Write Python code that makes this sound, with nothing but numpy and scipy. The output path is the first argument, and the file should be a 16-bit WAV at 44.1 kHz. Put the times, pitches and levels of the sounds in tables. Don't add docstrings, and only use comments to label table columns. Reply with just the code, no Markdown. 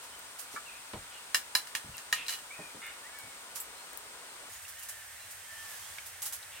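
import sys
import numpy as np
from scipy import signal
from scipy.fft import rfft, irfft, next_fast_len
from scipy.io import wavfile

SR = 44100
rng = np.random.default_rng(int(sys.argv[2]) if len(sys.argv) > 2 else 0)


def unload_wav(signal):
    wavfile.write(
        sys.argv[1],
        SR,
        np.round(np.clip(np.atleast_2d(signal).T, -1, 1) * 32767).astype(np.int16),
    )


N = 291058
TIME = np.arange(N) / SR
AGE = TIME[:SR // 2]


def from_db(db):
    return 10 ** (np.asarray(db) / 20)


def rms_one(x):
    return x / np.sqrt(np.mean(x ** 2) + 1e-20)


def at_hz(points, hz):
    row_hz, values = np.transpose(points)
    return np.interp(np.log(hz), np.log(row_hz), values)


def add(out, s, sound):
    start = round(s * SR)
    out[:, start:start + sound.shape[-1]] += sound[..., :N - start]


def pan(right_db):
    return from_db([[-right_db / 2], [right_db / 2]])


def burst(rise_s, fade_s):
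    return np.minimum(AGE / rise_s, 1) * np.exp(-np.maximum(AGE - rise_s, 0) / fade_s)


def stereo_noise(colour_db, size=len(AGE), lag_s=0, mono_below_hz=220):
    # f/Hz, likeness (1 = the same)
    likeness = [(300, 0.95), (600, 0.67), (1200, 0.37), (2500, 0.4), (5000, 0.21), (9000, 0)]
    padded = next_fast_len(size)
    hz = np.maximum(np.fft.rfftfreq(padded, 1 / SR), 1)
    middle, side = rfft(rng.standard_normal((2, padded)))
    alike = at_hz(likeness, hz)
    side = side * hz ** 2 / (hz ** 2 + mono_below_hz ** 2)
    ears = np.sqrt(1 + alike) * middle + np.sqrt(1 - alike) * side * [[1], [-1]]
    ears[1] *= np.exp(-2j * np.pi * hz * lag_s)
    return rms_one(irfft(ears * from_db(colour_db(hz)), padded)[:, :size])


def echoes(x, wet_db, t60, gap_s):
    tail = rng.standard_normal((2, len(AGE))) * from_db(-60 * AGE / t60) * (AGE > gap_s)
    tail /= np.sqrt(np.sum(tail ** 2, axis=1, keepdims=True))
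    return x + from_db(wet_db) * signal.fftconvolve(x, tail, axes=1)[:, :N]


def air(colour, peaks, swell_curve, lag_s, swell_depth=1.8):
    def colour_db(hz):
        humps = sum(db * np.exp(-((hz - centre) / width) ** 2) for centre, width, db in peaks)
        return at_hz(colour, hz) + humps
    noise = stereo_noise(colour_db, N, lag_s)
    s, db = np.transpose(swell_curve)
    swell = from_db(swell_depth * np.interp(TIME, s, db - db.mean()))
    low_mids = signal.sosfilt(signal.butter(1, [270, 650], "band", fs=SR, output="sos"), noise)
    return noise + (swell - 1) * low_mids


def hush(move_s=4.495, level_db=-47.5):
    # f/Hz, level/dB
    pot_colour = [(25, -21), (55, -6.5), (110, -12.5), (300, -13), (420, -4.5), (700, -2.5), (1300, 0),
                  (2200, -3), (3500, -4.5), (6000, -8), (9000, -5), (10800, -12.5), (16000, -15)]
    plate_colour = [(25, -22), (55, -12), (90, -6), (160, -21), (330, -24), (600, -11), (1100, -10),
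                    (1800, -3.5), (2400, -8.5), (4500, -13), (8700, -10), (11000, -14), (16000, -16)]
    # f/Hz, width/Hz, boost/dB
    pot_peaks = [(275, 24, 6.5), (967, 60, 3), (1447, 22, 6)]
    # t/s, level/dB
    pot_swell = [(0.0, -64), (0.49, -66.5), (3.39, -64.5), (4.3, -63.5)]
    plate_swell = [(4.9, -69), (6.6, -67)]
    hiss = [(8600, 800, 4)]
    by_pot = air(pot_colour, pot_peaks + hiss, pot_swell, lag_s=0.00012) * pan(right_db=-1)
    by_plate = air(plate_colour, hiss, plate_swell, lag_s=0.00005) * pan(right_db=1.2)
    return from_db(level_db) * np.where(TIME < move_s, by_pot, by_plate)


def grain(spread_db, size=len(AGE), step=12):
    strengths = from_db(spread_db * np.clip(rng.standard_normal(size // step + 2), -3, 2.5))
    return rms_one(np.interp(np.arange(size) / step, np.arange(len(strengths)), strengths))


def flakes(tilt_db, grain_db=2.5, size=len(AGE)):
    # f/Hz, level/dB
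    colour = [(400, -20), (900, 4.5), (2000, -2), (4000, -0.5), (7000, 2.5), (11000, 2), (15500, -5.5)]
    noise = stereo_noise(lambda hz: at_hz(colour, hz) + tilt_db * np.log2(hz / 7000), size)
    return noise * grain(grain_db, size)


def slides():
    # t/s, length/s, level/dB, tilt/(dB per octave)
    strokes = [(0.015, 0.044, -50, 0.5), (0.502, 0.085, -48, -1.5), (4.479, 0.12, -50.5, 1.5),
               (5.38, 0.78, -49.5, -0.5), (5.642, 0.14, -50, 11)]
    out = np.zeros((2, N))
    for s, length, db, tilt_db in strokes:
        speed = np.sin(np.linspace(0, np.pi, round(length * SR)))
        add(out, s, from_db(db) * speed * flakes(tilt_db, grain_db=3, size=len(speed)))
    return out


def glide(hz, octaves, length):
    return hz * 2 ** (octaves * np.linspace(-0.5, 0.5, round(length * SR)))


def arch(hz, length, scoop, droop, scoop_s=0.0251, quaver_octaves=0.0145, quaver_per_s=22):
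    age = TIME[:round(length * SR)]
    wobble = np.interp(age * quaver_per_s, np.arange(len(AGE)), rng.standard_normal(len(AGE)))
    octaves = quaver_octaves * wobble - scoop * np.exp(-age / scoop_s) - droop * (age / length) ** 6
    return hz * 2 ** octaves


def bird_note(pitch, hoarse_hz, clear, peak_at):
    progress = np.linspace(0, 1, len(pitch))
    phase = 2 * np.pi * np.cumsum(pitch) / SR
    noise = rng.standard_normal((2, len(AGE)))
    shake = signal.sosfilt(signal.butter(2, hoarse_hz, fs=SR, output="sos"), noise)
    shake = rms_one(shake)[:, -len(pitch):]
    tone = (clear + shake[0]) * np.cos(phase) + shake[1] * np.sin(phase)
    return rms_one(tone * progress ** peak_at * (1 - progress) ** (1 - peak_at))


def chirps(chatter_from_s=4.6, chatter_to_s=6.0, chatter_hz=3090):
    # t/s, length/s, middle f/Hz, glide/octaves, relative level/dB
    notes = [(.125, .035, 3070, .08, -58), (0.652, 0.053, 2670, -.28, -50.5), (0.724, .055, 2480, .25, -55),
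             (1.93, 0.04, 2760, -0.22, -50.5), (2.504, 0.055, 2406, 0.25, -47),
             (3.026, 0.056, 1874, 0.32, -52.5), (3.745, 0.07, 4140, 0.061, -60),
             (4.273, .07, 4130, -0.024, -64), (4.51, .06, 6750, .08, -55), (5.19, 0.06, 4040, 0.015, -58.5),
             (5.55, 0.054, 3100, .25, -58), (5.82, .06, 3270, .14, -57)]
    chatter = []
    for _ in range(12):
        s = rng.uniform(chatter_from_s, chatter_to_s)
        offset, octaves = rng.uniform(-0.25, 0.25, 2)
        chatter.append((s, 0.05, chatter_hz * 2 ** offset, octaves, -62))
    out = np.zeros((2, N))
    for s, length, hz, octaves, db in notes + chatter:
        pitch = glide(hz, octaves, length)
        add(out, s, from_db(db) * bird_note(pitch, hoarse_hz=45, clear=1.6, peak_at=0.6))
    return out


def ticks():
    # t/s, level/dB
    clicks = [(0.192, -33), (1.969, -34), (2.866, -31), (3.1875, -29), (3.601, -28), (3.9325, -33),
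              (3.974, -24.5), (4.888, -36)]
    out = np.zeros((2, N))
    for s, db in clicks:
        bright = stereo_noise(lambda hz: 6.5 * np.log2(hz))
        add(out, s, from_db(db) * bright * burst(rise_s=0.0002, fade_s=0.0005))
    return echoes(out, wet_db=-9, t60=0.08, gap_s=0.002) * pan(right_db=-10)


def crumbles():
    # t/s, level/dB
    patches = [(0.383, -39.5), (3.548, -37)]
    out = np.zeros((2, N))
    for s, db in patches:
        add(out, s, from_db(db) * flakes(tilt_db=3) * burst(rise_s=0.012, fade_s=0.024))
    return out * pan(right_db=3.5)


def noise_band(centre_hz, octaves):
    low_hz, high_hz = centre_hz / 2 ** (octaves / 2), centre_hz * 2 ** (octaves / 2)
    return stereo_noise(lambda hz: -10 * np.log10((1 + (low_hz / hz) ** 8) * (1 + (hz / high_hz) ** 6)))


def bumps():
    # t/s, level/dB, centre f/Hz, width/octaves
    contacts = [(0.539, -52, 300, 2), (0.9332, -40, 410, 2.4), (.933, -45, 1400, 2.8),
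                (0.94, -42.5, 58, 2.9), (1.846, -49.5, 121, 0.72), (1.88, -48.5, 62, 1.6),
                (2.589, -43, 300, 2.4), (2.745, -49, 250, 2.3), (3.235, -56.5, 110, 2.9)]
    out = np.zeros((2, N))
    for s, db, hz, octaves in contacts:
        fade_s = 0.03 * (300 / hz) ** 0.17
        add(out, s, from_db(db) * noise_band(hz, octaves) * burst(0.00092, fade_s))
    return out


def ring(tones, ear_spread, rise_cycles=2.6):
    out = 0
    for hz, db, t60 in tones:
        phase = rng.uniform(0, 2 * np.pi) + ear_spread * rng.choice([-1, 1]) * np.array([[1], [-1]])
        loudness = from_db(db - 60 * AGE / t60) * np.minimum(AGE * hz / rise_cycles, 1)
        out = out + loudness * np.sin(2 * np.pi * hz * AGE + phase)
    return out


def strikes(blows, tones, ear_spread):
    out = np.zeros((2, N))
    for s, db in blows:
        add(out, s, from_db(db) * ring(tones, ear_spread))
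    return echoes(out, wet_db=-14, t60=0.16, gap_s=0.0041)


def underwater_knocks():
    # t/s, level/dB
    blows = [(.5613, -29), (.5722, -31)]
    # f/Hz, relative level/dB, t60/s
    tones = [(1184, -10, 0.092), (1320, -0.5, 0.054), (1390, 2.5, 0.025), (1630, -11, 0.067),
             (1735, -9.5, 0.077), (2294, -11, 0.07)]
    return strikes(blows, tones, ear_spread=0.3)


def squawks():
    # t/s, middle f/Hz, relative level/dB
    notes = [(1.107, 2910, -58.5), (2.145, 2677, -46), (6.51, 2757, -57)]
    out = np.zeros((2, N))
    for s, hz, db in notes:
        pitch = glide(hz, octaves=-0.1004, length=0.095)
        add(out, s, from_db(db) * bird_note(pitch, hoarse_hz=130, clear=0.98, peak_at=0.52))
        add(out, s, from_db(db + 2.5) * bird_note(pitch, hoarse_hz=750, clear=0, peak_at=0.36))
    return out


def egg_on_rim(tap_crush_s=0.0026, roll_crush_s=0.01, roll_from_deg=124, roll_deg_per_s=1500):
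    # t/s, ring level/dB, spot on the rim/degrees, crack level/dB, ring to the right/dB
    taps = [(1.3453, -22, 5, -18, 1), (1.5509, -22, 105, -18, 2), (1.671, -48.5, 330, -41, -1),
            (1.7506, -31, 338, -26, 1), (1.98, -45, 300, -38, 1), (2.1264, -22.5, 265, -22.8, 2)]
    # t/s, level/dB
    roll = [(2.264, -42), (2.282, -30.5), (2.293, -30.5), (2.305, -37), (2.3243, -34), (2.337, -35.5),
            (2.387, -46)]
    # f/Hz, relative level/dB, t60/s, loudest spot/degrees, swing round the rim/dB
    pot = [(1008, -14, 0.11, 154, 3.5), (1252, -13.5, 0.076, 240, 5), (1393, -9, 0.029, 240, 2.5),
           (1673, -4, 0.054, 57, 2.5), (1778, -3.5, 0.047, 0, 4.5), (1860, -7.5, 0.11, 268, 6),
           (2367, -9, 0.057, 60, 1), (2785, -10, 0.097, 0, 6), (2920, -15, 0.12, 224, 7),
           (2990, -17, 0.13, 320, 0), (3270, -16.5, 0.059, 328, 7), (4043, -1, 0.076, 153, 5),
           (4810, -4.5, 0.031, 67, 3.5), (5210, -3.5, 0.043, 67, 6.5), (5400, -21, .1, 120, 6),
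           (6700, -7, 0.016, 30, 5)]
    # f/Hz, level/dB
    crack_colour = [(400, -40), (900, -3.5), (3500, 0), (7000, 1), (10000, 0), (12500, -4), (15500, -6.5)]
    hits = [(s, db, spot, crack_db, right_db, tap_crush_s, 0) for s, db, spot, crack_db, right_db in taps]
    for s, db in roll:
        spot = roll_from_deg + roll_deg_per_s * (s - roll[0][0])
        hits.append((s, db, spot, db - 3, 1, roll_crush_s, 10))
    rings, cracks = np.zeros((2, 2, N))
    pressed = 1 + 0.3 * burst(0.0022, 0.0028)
    for s, ring_db, spot, crack_db, right_db, crush_s, fall_db in hits:
        tones = []
        for hz, db, t60, best_spot, swing_db in pot:
            spot_db = swing_db * np.cos(np.radians(spot - best_spot))
            loss_db = fall_db * abs(np.log2(hz / 3000))
            tones.append((hz, ring_db + db + spot_db - loss_db, t60))
        add(rings, s, ring(tones, ear_spread=0.43) * pressed * pan(right_db))
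        for lag_s, db in (0, 0), (0.0031, -6.5):
            shell = stereo_noise(lambda hz: at_hz(crack_colour, hz)) * grain(spread_db=2.5)
            crack = from_db(crack_db + db) * shell * burst(0.00037, crush_s)
            add(cracks, s + lag_s, crack * pan(right_db / 2))
    rings = echoes(rings, wet_db=-10.5, t60=0.17, gap_s=0.005)
    return rings + echoes(cracks, wet_db=0, t60=0.16, gap_s=0.0052)


def whistles():
    # t/s, length/s, held f/Hz, scoop/octaves, relative level/dB
    notes = [(2.545, 0.096, 1860, 0.023, -56.5), (2.56, 0.15, 2494, 0, -55), (3.07, 0.14, 1745, .2, -57),
             (3.085, .27, 2262, 0.087, -57), (4.72, .36, 1830, 0.032, -60), (5.46, 0.33, 1803, 0.039, -54)]
    out = np.zeros((2, N))
    for s, length, hz, scoop, db in notes:
        pitch = arch(hz, length, scoop, droop=0.193)
        add(out, s, from_db(db) * bird_note(pitch, hoarse_hz=34, clear=2.6, peak_at=0.55))
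    return out


def crow(start_s=2.817, relative_db=-47):
    # multiple of the pitch, relative level/dB
    harmonics = [(4, -7), (5, -7), (6, -1.5), (7, -10), (8, -9), (10, -11)]
    pitch = arch(hz=360, length=0.115, scoop=0.042, droop=0)
    out = np.zeros((2, N))
    for multiple, db in harmonics:
        tone = bird_note(multiple * pitch, hoarse_hz=110, clear=0.88, peak_at=0.25)
        add(out, start_s, from_db(relative_db + db) * tone)
    return out


def squelches(firm_db=-38.5, fizz_lag_s=0.0055):
    # t/s, level/dB
    touches = [(3.188, -53), (4.62, -51), (4.681, -44.5), (4.783, -47), (4.825, -44), (4.8862, -40),
               (5.305, -46), (6.06, -44.5), (6.219, -35), (6.2541, -35), (6.3236, -36.5)]
    out = np.zeros((2, N))
    for s, db in touches:
        extra_tilt = 0.074 * (firm_db - db)
        smack = flakes(tilt_db=2 + extra_tilt) * burst(rise_s=0.00076, fade_s=0.019)
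        fizz = flakes(tilt_db=6.5 + extra_tilt) * burst(rise_s=0.0025, fade_s=0.015)
        add(out, s, from_db(db) * smack)
        add(out, s + fizz_lag_s, from_db(db + 2.5) * fizz)
    return out


def bangles():
    # t/s, level/dB
    blows = [(3.602, -40.5)]
    # f/Hz, relative level/dB, t60/s
    tones = [(7650, 5, 0.082), (8635, -4.5, 0.11), (10120, 1.5, 0.1), (12740, 0, 0.12), (13900, 2, .14),
             (15450, -6, .1)]
    return strikes(blows, tones, ear_spread=0.73) * pan(right_db=-1)


def drips(climb_per_s=16):
    # t/s, level/dB, starting f/Hz, t60/s
    drops = [(4.651, -45.5, 2640, .025), (5.984, -33.5, 2130, 0.034), (6.428, -42, 3800, 0.032)]
    out = np.zeros((2, N))
    for s, db, hz, t60 in drops:
        phase = 2 * np.pi * hz * (AGE + climb_per_s * AGE ** 2 / 2)
        bubble = from_db(db - 60 * AGE / t60) * np.sin(phase)
        splash = from_db(db - 3) * noise_band(hz, octaves=0.82) * burst(rise_s=0.001, fade_s=0.0026)
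        add(out, s, bubble + splash)
    return echoes(out, wet_db=-8, t60=0.059, gap_s=0.004)


def scene(bird_distance_db=-2.5):
    fingers = slides() + crumbles() + squelches()
    fingers = echoes(fingers, wet_db=-4, t60=0.17, gap_s=0.005) * pan(right_db=1.7)
    birds = chirps() + squawks() + whistles() + crow()
    birds = from_db(bird_distance_db) * echoes(birds, wet_db=-2.5, t60=0.35, gap_s=0.012)
    work = fingers + ticks() + bumps() + underwater_knocks() + egg_on_rim() + bangles() + drips()
    return hush() + birds + work


def record(dry, low_cut_hz=23, high_cut_hz=16100):
    thinned = signal.sosfilt(signal.butter(2, low_cut_hz, "high", fs=SR, output="sos"), dry)
    return signal.sosfilt(signal.ellip(10, 0.2, 70, high_cut_hz, fs=SR, output="sos"), thinned)


dry = scene()
out = record(dry)
unload_wav(out)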